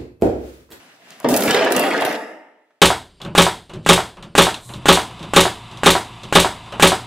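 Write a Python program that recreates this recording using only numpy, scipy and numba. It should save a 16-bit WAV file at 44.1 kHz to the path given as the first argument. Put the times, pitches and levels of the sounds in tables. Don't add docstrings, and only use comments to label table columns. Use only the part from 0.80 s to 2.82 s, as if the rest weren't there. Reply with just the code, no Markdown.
import sys
import numpy as np
from scipy import signal
from scipy.io import wavfile
from scipy.ndimage import uniform_filter1d
from numba import njit

SR = 44100
rng = np.random.default_rng(int(sys.argv[2]) if len(sys.argv) > 2 else 0)


def wrap_up_sound(samples):
    columns = np.atleast_2d(samples).T
    tamed = np.clip(columns, -1, 1)
    steps = np.round(tamed * 32767).astype(np.int16)
    wavfile.write(sys.argv[1], SR, steps)


def boost(x):
    u = np.asarray(x, float) / 20
    return 10 ** u


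N = 88949

# t/s, contact level/dB, hardness/dB per octave, flexing of the whole sheet/dB per octave
LANDING = [
    (.444, -8.5, -4, 7.5),
    (.48, -17, -3.5, 1),
    (.555, -14, -4, 3.5),
    (.6, -22.5, 0.5, 8),
    (.67, -24, 0.5, 12.5),
    (.682, -22.5, 2, -10.5),
    (.76, -16.5, 1, -10),
    (.84, -14.5, -0.4, 1),
    (.918, -17, -2, -21.5),
]
ROCKING = [
    (0.926, -21, 1, 3.5),
    (.96, -17.5, 2, 2.5),
    (1.029, -15, 0.3, -1.5),
    (1.079, -12.5, -1.5, -29),
    (1.12, -18, 0.5, 6),
    (1.18, -24, 1.5, -1.5),
    (1.23, -22.5, 1.15, -16.5),
    (1.288, -25, 1.36, 7),
    (1.364, -33.5, 3, 1.5),
]
# f/Hz, level/dB, time to fade by 60 dB/s
PANEL_MODES = [(117, -18.5, 0.08), (237.67, -4, 0.2), (297.7, -6.5, 0.72), (444.6, 3.3, 0.66),
               (513, 7.5, 0.55), (598, 2, .4), (709, -4, 1), (820, -3.5, 0.13), (965, -2, 0.26),
               (1210, -13, 0.14), (1700, -17.5, .6), (1796, -13.5, .5), (2310, -20.5, .2), (2700, -11.5, 1)]
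# f/Hz, level/dB per Hz
PLATE_COLOUR = [(60, -52.5), (170, -12.5), (250, 5), (700, 1), (1200, -8.5), (2900, -12.5), (4800, -19),
                (15000, -55)]
# t/s, level/dB, f/Hz, time to fade by 60 dB/s
RIM_KNOCKS = [(0.5402, -18.5, 2418, 0.14), (0.622, -13, 2830, 0.022), (0.6789, -12.5, 2275, 0.12),
              (0.6868, -21.5, 2200, 0.15), (0.7074, -12, 3030, 0.092), (0.7452, -12, 1996, 0.098),
              (0.8674, -10.5, 1672, 0.067), (0.9074, -8, 1560, 0.017), (0.9474, -17.5, 1974, 0.039),
              (0.9652, -8, 2900, 0.032), (1.035, -6.5, 2010, 0.042), (1.0424, -18, 2015, 0.15),
              (1.1119, -7, 1943, 0.084), (1.1433, -6.5, 1713, 0.13), (1.1857, -15, 1774, 0.15),
              (1.2774, -22, 1747, 0.073), (1.3129, -13.5, 1816, 0.032), (1.3254, -24.5, 1760, 0.11)]
# t/s, level/dB, f/Hz, time to fade by 60 dB/s
MIDDLE_SLAPS = [(0.596, -12, 456, 0.14), (0.634, -11.5, 530, 0.16), (0.696, -12, 442, 0.14),
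                (0.752, -9.5, 667, 0.1), (0.791, -9, 451, 0.16), (0.862, -8.5, 522, 0.14),
                (0.91, -4.5, 443, 0.088), (1.006, -10, 502, 0.14), (1.044, -14, 625, 0.17),
                (1.083, -13, 607, 0.1), (1.148, -17, 530, 0.053), (1.176, -16.5, 447, 0.23),
                (1.209, -15.5, 707, 0.13), (1.272, -14.5, 708, 0.1)]
# t/s, f/Hz, level/dB
BOOM = [
    (.444, 281, -20),
    (.475, 236.3, -22),
    (.5, 242.8, -22.5),
    (.515, 240.5, -24.5),
    (.54, 285, -17.5),
    (.558, 315, -22.5),
    (.575, 283, -35.5),
    (.62, 262, -44),
]
# t/s, crack level/dB, blow into the panel/dB, crack colour f/Hz
CRACKS = [(.4872, -12, -40, 7900), (.5401, -6.5, -22.5, 4630), (.564, 0, -31.5, 11800),
          (.572, -1.5, -36, 11940), (.6069, -8.5, -27, 8700), (.6219, -9.5, -20.5, 4880),
          (.6359, -7, -18.5, 12300), (.6773, -18, -25, 4000), (.689, -22, -26, 12770),
          (.7082, -8.5, -17, 7100), (.7451, -10.5, -16, 5160), (.847, -21, -28, 8500),
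          (.9212, 1.5, -10, 9500), (.9501, -30, -27.5, 7850), (.9641, 0.5, -18.5, 8400),
          (.9945, 0, -16, 11050), (1.0374, -21, -12, 5100), (1.1063, -20, -40.5, 9100),
          (1.1357, -22.5, -28.5, 8200), (1.1771, -27, -22, 9300), (1.2086, -17.5, -44, 9700),
          (1.221, -20, -17, 8950), (1.2495, -13, -19.5, 10700), (1.3133, -34, -39, 9000),
          (1.3253, -21, -47, 4360), (1.3492, -27, -48.5, 4900)]
# t/s, level/dB
CLINKS = [
    (1.2086, -52.),
    (1.221, -50.),
    (1.2495, -33.5),
]
# f/Hz, level/dB, time to fade by 60 dB/s
HOOK_MODES = [(9000, -6, .08), (10470, -1, .17), (11590, -5, .1), (12860, -4, .11), (13940, -4, .2),
              (14740, -6, .11)]
# start t/s, length/s, level/dB
GRIT = [
    (0.486, 0.31, -25.5),
    (0.903, 0.19, -34),
    (1.25, 0.09, -58),
]
# t/s, level/dB, colour f/Hz, decay/s
THUMPS = [
    (0.499, -23, 115., .04),
    (.545, -24, 93, 0.017),
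    (0.677, -24, 59.3, .02),
    (.765, -33.5, 78.4, 0.013),
    (.915, -38, 60.7, 0.016),
    (1.243, -51, 62.7, 0.019),
]
# t/s, level/dB, colour f/Hz, decay/s
TICKS = [
    (.3055, -33, 5000., .0012),
    (.307, -48, 3500., .035),
    (.4012, -30, 8000., .0008),
    (.403, -41, 750., .025),
    (1.906, -61, 1050., .012),
]
# f/Hz, time to fade by 60 dB/s
ROOM_FADE = [(150, 0.44), (300, 0.73), (700, 0.86), (1100, 0.78), (1800, 0.76), (2900, 0.53), (5500, 0.58),
             (13000, 0.31)]
# f/Hz, level/dB per Hz
AIR_COLOUR = [(24, -23.5), (60, -14), (284, 2.5), (382, -11), (676, -1.5), (728, -5.5), (1650, -11),
              (1820, -7.5), (15000, -27)]
# t/s, level/dB
SHUFFLE = [
    (0.0, -47.5),
    (0.202, -53.5),
    (0.322, -45),
    (0.382, -48.5),
    (0.41, -45.5),
    (0.428, -56),
    (0.43, -43.5),
]
# f/Hz, width/Hz, level added/dB
HOUSING = [(285, 49, -12.5), (707, 200, -7.5), (1667, 1100, -6), (2810, 330, -6.5)]
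# t/s, depth/dB (negative lifts)
DUCKS = [
    (.56, 3),
    (0.646, -3.5),
    (.918, 7.5),
    (.99, 3.5),
    (1.091, 2.5),
    (1.249, -1),
]

CONTACTS_PER_S, CONTACT_SPREAD_DB = 2500., 1.5
PLACE_S = .045
SLAM_DB, BLOW_S = 7, .0015
FLEX_HZ, UNLIKE = 397, 1.2
MAIN_WANDER = 0.57
PANEL_DB, PANEL_T60_MAX_S = -8.5, .55
PLATE_T60_S, T60_SLOPE = 0.15, -0.74
KNOCK_DB, KNOCK_SPREAD, KNOCK_PUSH_S = -13.5, .25, 0.00067
CRACK_S, CRACK_TAIL_S, CRACK_TAIL_DB = 0.0043, 0.011, -14.5
CRACK_LOW_HZ, CRACK_PEAK_DB = 4000., 1.
GRIT_PER_S, GRIT_LOW_HZ = 1900, 3200.
ROOM_LOW_HZ, ROOM_DB, ROOM_BUILD_S, ROOM_SIDE = 167, -8, 0.036, 0.68
AFTER_DB = -73.5
MIC_LOW_HZ, MIC_TOP_HZ = 119, 15650
SIDE_HZ, SIDE_DB, LEFT_LAG_S = 1500., 1.1, 2.5e-5
DUCK_ATTACK_S, DUCK_RELEASE_S = 0.005, 0.1
LOPSIDED = .035


def level(x, db):
    return x * boost(db) / np.sqrt(np.mean(x ** 2))


def curve(table, x, col=1):
    rows = np.array(table)
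    return np.interp(x, rows[:, 0], rows[:, col])


def colour(table, hz):
    return curve([(np.log(f), db) for f, db in table], np.log(hz))


def band(x, hz, width):
    return signal.lfilter(*signal.iirpeak(min(hz, .45 * SR), hz / width, fs=SR), x)


def high_pass(x, order, hz):
    return signal.sosfilt(signal.butter(order, hz, "high", fs=SR, output="sos"), x)


@njit
def ring(x, poles, gains, places, hold):
    y = np.zeros((2, len(x)))
    for k in range(len(poles)):
        z = 0j
        for i in range(len(x)):
            z = z * poles[k] + x[i] * places[k, i // hold]
            y[0, i] += gains[0, k] * z.imag - gains[1, k] * z.real
            y[1, i] += gains[1, k] * z.real + gains[0, k] * z.imag
    return y


def modes(force, hz, gains, t60, wander):
    hold = int(PLACE_S * SR)
    wander = np.reshape(wander, (-1, 1))
    places = 1 - wander + wander * rng.standard_normal((len(hz), N // hold + 1))
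    gains = np.array([gains, UNLIKE / 2 * gains * rng.standard_normal(len(hz))])
    poles = np.exp(2j * np.pi * hz / SR - np.log(1000) / (t60 * SR))
    return ring(force + 1e-18, poles, gains, places, hold)


def contact_force(t, motion):
    on = (t >= motion[0][0]) & (t < motion[-1][0])
    hit = rng.random(N) < CONTACTS_PER_S / SR
    strength = boost(CONTACT_SPREAD_DB * (rng.exponential(size=N) - 2.5))
    force = hit * on * rng.standard_normal(N) * strength
    force = force * np.sqrt(SR / CONTACTS_PER_S) * boost(curve(motion, t))
    shape = np.exp(-np.arange(600) / (BLOW_S * SR))
    slam = (motion[0][0], motion[0][1] + SLAM_DB)
    for s, db in [slam] + [(row[0], row[2] + 10) for row in CRACKS]:
        force[int(s * SR):][:len(shape)] += boost(db) * shape * rng.standard_normal(len(shape))
    return force


def panel(t):
    motion = list(LANDING) + list(ROCKING)
    force = contact_force(t, motion)
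    dense = np.r_[np.arange(70, 4000, 12.), np.arange(4000, 15500, 45.)]
    spacing = np.gradient(dense)
    dense = dense + spacing * rng.uniform(-0.21, 0.56, size=len(dense))
    dense_t60 = PLATE_T60_S * (dense / 500) ** T60_SLOPE
    dense_gains = boost(colour(PLATE_COLOUR, dense)) * np.sqrt(spacing / dense_t60)

    main = np.array(PANEL_MODES)
    main_t60 = np.clip(main[:, 2], .05, PANEL_T60_MAX_S)
    main_gains = boost(main[:, 1] + PANEL_DB) * np.sqrt(100 / main_t60)

    hz, t60 = np.r_[dense, main[:, 0]], np.r_[dense_t60, main_t60]
    gains = np.r_[dense_gains, main_gains]
    gains = gains / np.sqrt(np.sum(gains ** 2 * t60 * SR / (4 * np.log(1000))))
    wander = np.r_[np.ones(len(dense)), np.full(len(main), MAIN_WANDER)]
    octave = np.round(2 * np.log2(hz / FLEX_HZ)) / 2
    hard, flex = curve(motion, t, col=2), curve(motion, t, col=3)
    out = np.zeros((2, N))
    for o in np.unique(octave):
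        pick = octave == o
        tilt_db = -flex * max(o, -1.5) if o < 0 else hard * o
        out += modes(force * boost(tilt_db), hz[pick], gains[pick], t60[pick], wander[pick])
    return out


def knocks():
    out = np.zeros((2, N))
    age = np.arange(4000)[:, None] / SR
    events = list(RIM_KNOCKS) + list(MIDDLE_SLAPS)
    chance = rng.standard_normal((len(events), 3, 5))
    for (s, db, hz, t60), (spread, left, right) in zip(events, chance):
        turn = 2 * np.pi * hz * (1 + KNOCK_SPREAD * spread * np.arange(5) / 4) * age
        fade = boost(db + KNOCK_DB - 60 * age / np.clip(t60, .01, .2))
        fade = fade * (1 - np.exp(-age / KNOCK_PUSH_S))
        pair = [np.sum(fade * np.sin(turn + phase), axis=1) for phase in (left, left + right / 2)]
        out[:, int(s * SR):][:, :len(age)] += pair
    return out


def boom(t):
    fade_in = np.clip((t - BOOM[0][0]) / .003, 0, 1)
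    fade_out = np.clip((BOOM[-1][0] - t) / .02, 0, 1)
    tone = np.sin(2 * np.pi * np.cumsum(curve(BOOM, t)) / SR)
    return fade_in * fade_out * np.sqrt(2) * boost(curve(BOOM, t, col=2)) * tone


def edge_cracks():
    out = np.zeros((2, N))
    age = np.arange(8000) / SR
    fade = np.exp(-age / CRACK_S) + boost(CRACK_TAIL_DB) * np.exp(-age / CRACK_TAIL_S)
    for s, db, _, hz in CRACKS:
        noise = rng.standard_normal((3, 8000))
        noise = .5 * noise[0] + 1.4 * noise[1:]
        noise = high_pass(noise, 3, min(CRACK_LOW_HZ, 0.23 * hz))
        noise = noise + boost(CRACK_PEAK_DB) * 2 * band(noise, hz, hz / 2)
        out[:, int(s * SR):][:, :8000] += level(noise, db - 10.5) * fade
    return out


def hook():
    force, rows = np.zeros(N), np.array(HOOK_MODES)
    for s, db in CLINKS:
        force[int(s * SR)] = boost(db)
    return modes(force, rows[:, 0], boost(rows[:, 1]), np.clip(rows[:, 2], .05, .6), wander=0)


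def grit(t):
    chips = (rng.random((2, N)) < GRIT_PER_S / SR) * rng.standard_normal((2, N))
    chips = level(high_pass(chips, 2, GRIT_LOW_HZ), 0)
    return chips * sum(boost(db) * (t > s) * np.clip(1 - (t - s) / length_s, 0, 1) for s, length_s, db in GRIT)


def ticks_and_thumps(t):
    out = np.zeros((2, N))
    for s, db, hz, decay_s in list(TICKS) + list(THUMPS):
        noise = rng.standard_normal((3, N))
        noise = noise[0] + .4 * noise[1:]
        noise = band(band(noise, hz, 1.4 * hz), hz, 1.4 * hz)
        out += level(noise, db) * (t >= s) * np.exp(-np.maximum(t - s, 0) / decay_s)
    return out


def garage(x):
    age = np.arange(SR) / SR
    noise = rng.standard_normal((2, SR))
    noise = noise[0] + ROOM_SIDE * noise[1] * np.array([[1], [-1]])
    tail = np.zeros((2, SR))
    for hz in 110 * 2 ** np.arange(0, 7.3, .5):
        fade = np.exp(-np.log(1000) * age / curve(ROOM_FADE, hz))
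        tail += band(band(noise, hz, hz / 2), hz, hz / 2) * fade
    tail = tail * (1 - np.exp(-age / ROOM_BUILD_S))
    tail = tail / np.sqrt(np.sum(tail ** 2) / 2)
    return signal.fftconvolve(x[None], tail, axes=1)[:, :N]


def air(t):
    out = np.zeros((2, N))
    for hz in 40 * 2 ** np.arange(0, 8.6, .5):
        noise = band(band(rng.standard_normal((2, N)), hz, hz / 2), hz, hz / 2)
        flicker = np.repeat(rng.standard_normal(N // 1500 + 1), 1500)
        flicker = uniform_filter1d(flicker, 1500)[:N]
        out += boost(colour(AIR_COLOUR, hz) + 1.4 * flicker) * noise
    return level(out, 0) * boost(np.where(t < LANDING[0][0], curve(SHUFFLE, t), AFTER_DB))


def scene():
    t = np.arange(N) / SR
    near = panel(t) + knocks() + boom(t) + edge_cracks() + hook() + grit(t) + ticks_and_thumps(t)
    room = garage(high_pass(near.mean(axis=0), 2, ROOM_LOW_HZ))
    return near + boost(ROOM_DB) * room + air(t)


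def band_limit(x):
    return signal.sosfilt(signal.butter(12, 16970, fs=SR, output="sos"), x)


def record(dry):
    t = np.arange(N) / SR
    dry = high_pass(dry, 3, MIC_LOW_HZ)
    dry = dry + sum(boost(db) * band(dry, hz, width) for hz, width, db in HOUSING)
    mid = dry.mean(axis=0)
    side = signal.lfilter(*signal.butter(1, SIDE_HZ, "high", fs=SR), dry[0] - dry[1]) / 2
    side = boost(SIDE_DB) * side - LEFT_LAG_S * SR * np.gradient(mid) / 2
    duck_db = np.zeros(N)
    for s, db in DUCKS:
        attack = np.clip((t - s) / DUCK_ATTACK_S, 0, 1)
        duck_db += db * attack * np.exp(-np.maximum(t - s, 0) / DUCK_RELEASE_S)
    x = np.array([mid + side, mid - side]) * boost(-duck_db)
    x = x + LOPSIDED * signal.lfilter(*signal.butter(1, 20, "high", fs=SR), x ** 2)
    x = np.tanh(1.1 * x) / 1.1
    x = signal.sosfilt(signal.ellip(8, .3, 55, MIC_TOP_HZ, fs=SR, output="sos"), x)
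    return band_limit(x)


dry = scene()
out = record(dry)
wrap_up_sound(out)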